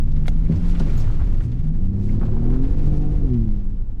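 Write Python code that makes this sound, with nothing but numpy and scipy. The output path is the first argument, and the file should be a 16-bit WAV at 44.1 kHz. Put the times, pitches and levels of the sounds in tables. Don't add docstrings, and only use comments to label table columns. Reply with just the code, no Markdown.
import sys
import numpy as np
from scipy import signal
from scipy.fft import rfft, irfft
from scipy.io import wavfile
from scipy.ndimage import uniform_filter1d, minimum_filter1d

SR = 44100
rng = np.random.default_rng(int(sys.argv[2]) if len(sys.argv) > 2 else 0)


def transcribe(signal):
    frames = np.atleast_2d(signal).T
    limited = np.clip(frames, -1, 1)
    pcm = np.round(limited * 32767).astype(np.int16)
    wavfile.write(sys.argv[1], SR, pcm)


N = 176400
T = np.arange(N) / SR


def amp(db):
    return 10 ** (np.asarray(db) / 20)


def unit(x):
    return x / np.sqrt(np.mean(x ** 2) + 1e-20)


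def curves(table):
    times, *columns = np.transpose(table)
    return [np.interp(T, times, column) for column in columns]


def colour(x, points):
    octave = np.log2(np.fft.rfftfreq(len(x), 1 / SR) + 1)
    hz, db = np.transpose(points)
    return unit(irfft(rfft(x) * amp(np.interp(octave, np.log2(hz), db)), len(x)))


def band(x, centre_hz, octaves):
    hz = np.fft.rfftfreq(len(x), 1 / SR) + 1
    bell = np.exp(-.5 * (np.log2(hz / centre_hz) / octaves) ** 2)
    return unit(irfft(rfft(x) * bell / np.sqrt(hz), len(x)))


def drift(hz):
    f = np.fft.rfftfreq(N, 1 / SR)
    return unit(irfft(rfft(rng.standard_normal(N)) * np.exp(-(f / hz) ** 2), N))


def ring(tones, t):
    return sum(amp(db) * 1000 ** (-t / fade_s) * np.sin(2 * np.pi * (hz * t + rng.random()))
               for hz, db, fade_s in tones)


def add(mix, start, sound):
    part = mix[max(round(start * SR), 0):][:len(sound)]
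    part += sound[:len(part)]


# time in seconds, relative boom and rumble levels in dB.
ROAD_LEVELS = [(0.0, -17.5, -30), (0.34, -17.5, -27.5), (0.4, -15, -33.5), (0.58, -29, -21.5),
               (0.66, -15, -27.5), (1.4, -22.5, -28), (1.86, -27.5, -30), (2.72, -16.5, -28),
               (2.85, -17.5, -24.5), (4.0, -29, -38)]
# frequency in Hz, relative level in dB.
BOOM_TONE = [(4, -39.5), (22, 4.5), (35, -7.5), (48, -12.5), (90, -46), (300, -102.5)]
RUMBLE_TONE = [(20, -26), (48, 1.5), (72, 5), (110, -2.5), (160, -7), (230, -10), (320, -17.5), (450, -29),
               (700, -37.5), (2000, -81.5)]
def road():
    boom_db, rumble_db = curves(ROAD_LEVELS)
    boom = amp(boom_db + 7) * colour(rng.standard_normal(N), BOOM_TONE)
    rumble = amp(rumble_db + 2.5) * colour(rng.standard_normal(N), RUMBLE_TONE)
    return boom + rumble


def grains(per_second=1500, spread_db=2.5, click_share=0.33):
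    size = amp(spread_db * np.minimum(rng.exponential(1, N), 4))
    clicks = size * rng.choice([-1, 1], N) * (rng.random(N) < per_second / SR)
    return np.sqrt(click_share) * unit(clicks) + np.sqrt(1 - click_share) * rng.standard_normal(N)


# time in seconds, relative crunch and grit levels in dB.
GRAVEL_LEVELS = [(0.03, -58.5, -65), (0.45, -55.5, -60.5), (0.53, -51.5, -56.5), (0.67, -51, -53.5),
                 (0.87, -46, -50), (1.08, -50, -53.5), (1.6, -60, -63), (1.97, -58, -64), (2.15, -53, -59),
                 (2.45, -48.5, -60), (2.79, -52, -57.5), (3.1, -53, -60.5), (3.58, -59, -64.5),
                 (3.8, -60.5, -69.5), (3.97, -67.5, -75)]
# frequency in Hz, relative level in dB.
CRUNCH_TONE = [(100, -15), (300, 5), (450, 8), (600, 1), (780, 1), (1400, -8), (2000, -19.5), (5000, -43.5)]
GRIT_TONE = [(500, -31.5), (1200, 2.5), (2100, 1.2), (4100, -5.5), (5200, -8.5), (8000, -17.5),
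             (14000, -52.5)]
SPRAY_TONE = [(2000, -26), (4500, -2.5), (6700, -0.5), (8500, -4), (11000, -12), (12500, -4.5),
              (15500, -23)]
def gravel():
    crunch_db, grit_db = curves(GRAVEL_LEVELS)
    clumps = amp(1.56 * drift(hz=29))
    crunch = amp(crunch_db + 4) * colour(grains(), CRUNCH_TONE)
    grit = amp(grit_db + 0.5) * colour(grains(), GRIT_TONE)
    spray = amp(grit_db - 12) * colour(grains(), SPRAY_TONE)
    return clumps * (crunch + grit + spray)


# start and length in seconds, level in dB, centre in Hz,
# width in octaves.
FLUNG_SHEETS = [(0.253, 0.06, -51, 6000, 1), (0.651, 0.1, -53.5, 4380, .9), (0.959, 0.092, -52, 5500, 0.55),
                (0.946, 0.072, -59, 12800, 0.12), (1.169, 0.086, -45.5, 1080, 0.81),
                (1.383, 0.11, -64.5, 6500, 0.61), (1.93, 0.28, -63.5, 4970, 0.8),
                (2.835, 0.071, -59, 4500, 0.84), (2.942, 0.055, -61, 5500, 0.62)]
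def flings():
    out = np.zeros(N)
    for start, length, db, centre_hz, octaves in FLUNG_SHEETS:
        swell = np.hanning(round(length * SR))
        patter = band(grains()[:SR // 2], centre_hz, octaves)
        add(out, start, amp(db) * swell * patter[:len(swell)])
    return out


# start in seconds, level in dB, centre in Hz, width in octaves.
PEBBLE_HITS = [(0.111, -58, 4000, 0.67), (.158, -52, 2490, 0.8), (0.254, -45.5, 1640, 0.71),
               (.459, -55.5, 2123, 0.15), (.517, -49, 1970, 1.0), (.556, -56, 4900, 0.53),
               (.748, -43.5, 1970, 0.63), (.793, -44.5, 4200, 0.72), (0.891, -48, 2243, 0.16),
               (.973, -52, 6660, 0.061), (1.008, -58, 5350, .12), (1.402, -49.5, 1797, 0.58),
               (1.515, -55.5, 2730, 0.88), (2.087, -52, 2039, 0.26), (2.645, -54.5, 2400, 0.55),
               (2.803, -49, 700, .4), (3.334, -55, 2940, 0.68)]
def pebbles(peak_s=.006):
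    out, t = np.zeros(N), T[:SR // 10]
    envelope = t / peak_s * np.exp(1 - t / peak_s)
    for start, db, centre_hz, octaves in PEBBLE_HITS:
        add(out, start, amp(db) * envelope * band(rng.standard_normal(len(t)), centre_hz, octaves))
    return out


# start in seconds, level in dB.
RATTLE_HITS = [(.801, -33), (1.074, -44.5), (1.098, -41), (1.213, -42), (2.213, -35.5), (2.23, -36.5),
               (2.281, -42.5), (2.326, -44), (2.366, -42), (2.525, -45), (2.558, -39.5), (2.87, -44.5)]
# frequency in Hz, relative level in dB.
WELL_TONE = [(300, -11), (750, 7), (1050, 0.5), (1500, -1), (1850, -13), (6000, -39.5)]
def rattles(rise_s=.0004, decay_s=.01):
    out, t = np.zeros(N), T[:SR // 10]
    envelope = np.minimum(t / rise_s, 1) * np.exp(-t / decay_s)
    for start, db in RATTLE_HITS:
        add(out, start, amp(db) * envelope * colour(rng.standard_normal(len(t)), WELL_TONE))
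    return out


# frequency in Hz, relative level in dB.
CRACK_TONE = [(400, 5), (4200, -3), (5200, -8), (8000, -18), (10300, -14), (13500, -29), (15500, -30)]
# pitch in Hz, relative level in dB, seconds to fade by 60 dB.
PANEL_RING = [(450, -5, .025), (560, -11, .08), (730, 1, .03), (1400, -7.5, .024), (2100, -1.5, .025),
              (2751, -16, .045), (3370, -5, .025), (3900, -4, .015), (6702, -28, .13)]
def stone(start=.2811, db=-26.5, rise_s=.0004, decay_s=.0022, cabin_decay_s=.014):
    out, t = np.zeros(N), T[:SR // 4]
    fade = np.exp(-t / decay_s) + amp(-25) * np.exp(-t / cabin_decay_s)
    crack = fade * colour(rng.standard_normal(len(t)), CRACK_TONE)
    add(out, start, amp(db) * np.minimum(t / rise_s, 1) * (crack + ring(PANEL_RING, t)))
    return out


# start in seconds, relative level in dB.
RUTS = [(.495, -15.5), (.805, -19.5), (.87, -24.5), (2.215, -22.5)]
# pitch in Hz, relative level in dB, seconds to fade by 60 dB.
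FRAME_RING = [(157, 5.5, 0.17), (231, -1.5, 0.15), (328.3, -10.5, 0.14), (398.6, -10.5, 0.11),
              (541, -17, 0.11)]
def thumps(rise_s=.004):
    out, t = np.zeros(N), T[:SR // 4]
    for start, db in RUTS:
        add(out, start, amp(db) * np.minimum(t / rise_s, 1) * ring(FRAME_RING, t))
    return out


# time in seconds, firings per second of one bank of three cylinders.
ENGINE_SPEED = [(0.0, 70.77), (0.15, 72.5), (0.73, 88.03), (0.86, 77.53), (1.01, 55.98), (1.11, 50.07),
                (1.3, 48.5), (1.45, 54.36), (1.68, 76.34), (1.8, 91.32), (2.33, 111), (2.84, 146.1),
                (3.05, 150.5), (3.19, 146), (3.28, 129.3), (3.4, 113.3), (3.55, 100), (4.0, 96.3)]
# time in seconds, level in dB.
FIRING_LEVEL = [(0, -32), (.18, -25.5), (.35, -29), (.65, -26.5), (.9, -29), (1.07, -23.5), (1.12, -33),
                (1.39, -35), (1.47, -22.5), (1.62, -30.5), (1.7, -22), (1.77, -35), (1.83, -27.5),
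                (2.2, -34), (2.63, -25), (2.73, -43), (2.97, -32.5), (3.19, -37.5), (3.35, -22.5),
                (3.75, -40.5), (4.0, -60.5)]
# time in seconds, level in dB.
BANK_LEVEL = [(0, -52.5), (1.72, -40), (1.88, -24.5), (2.55, -26), (2.72, -33), (2.98, -24), (3.2, -30.5),
              (3.33, -21), (3.7, -40)]
# multiple of the cycle rate, relative level in dB.
WEAK_NOTES = [(4, -1), (5, -9), (7, -6.5), (8, -10.5), (10, -13.5), (11, -17), (12, -23.5), (14, -24),
              (15, -26.5), (18, -30.5)]
# time in seconds, relative level of the weaker notes in dB.
ENGINE_PULL = [(0, -43.5), (.7, -36.5), (1.1, -28.5), (1.7, -36.5), (2.3, -29), (2.55, -30.5),
               (2.72, -36.5), (3.0, -34), (3.4, -37.5), (3.9, -53.5)]
# frequency in Hz, boost or cut in dB.
CABIN_TONE = [(245, -3.5), (290, -7.5), (320, -2), (345, -5.5), (370, 2.5), (408, -11.5), (455, 1),
              (490, -1), (600, -14), (745, 5.5), (900, -15)]
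def engine(stumble=0.0064, steady_hz=97, flutter_hz=29.5, flutter_db=0.17, weak_flutter_db=4.5):
    bank_hz, firing_db = curves(ENGINE_SPEED) + curves(FIRING_LEVEL)
    bank_db, pull_db = curves(BANK_LEVEL) + curves(ENGINE_PULL)
    cycle_hz = bank_hz / 3
    wobble = stumble * (steady_hz / bank_hz) ** 2 * drift(hz=29.3)
    cycles = np.cumsum(cycle_hz * (1 + wobble)) / SR
    cabin_db = lambda multiple: np.interp(multiple * cycle_hz, *np.transpose(CABIN_TONE))
    upper_db = firing_db - 10 + cabin_db(9)
    levels = [(3, bank_db), (6, firing_db), (9, upper_db)]
    for multiple, db in WEAK_NOTES:
        flicker_db = weak_flutter_db * drift(flutter_hz)
        levels.append((round(multiple), pull_db + db + cabin_db(multiple) + flicker_db))
    notes = sum(np.sqrt(2) * amp(db) * np.sin(2 * np.pi * (multiple * cycles + rng.random()))
                for multiple, db in levels)
    return amp(flutter_db * drift(flutter_hz)) * notes


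def scene():
    return (engine() + road() + gravel() + flings() + pebbles() + rattles() + stone() + thumps())[None]


def limit(x, ceiling_db, hold_s):
    span = max(round(hold_s * SR), 2)
    gain = minimum_filter1d(np.minimum(1, amp(ceiling_db) / (abs(x) + 1e-9)), span)
    return x * uniform_filter1d(uniform_filter1d(gain, span // 2), span // 2)


def record(dry, bass_hz=53.4, top_hz=15600):
    bass = irfft(rfft(dry) / (1 + (np.fft.rfftfreq(N, 1 / SR) / bass_hz) ** 4), N)
    held_bass = limit(bass, ceiling_db=-12, hold_s=.03)
    held = limit(dry - bass + held_bass, ceiling_db=-7, hold_s=.0091)
    treble_cut = signal.firwin(511, top_hz, window=("kaiser", 9), fs=SR)
    return signal.oaconvolve(held, treble_cut[None], "same")


dry = scene()
out = record(dry)
transcribe(out)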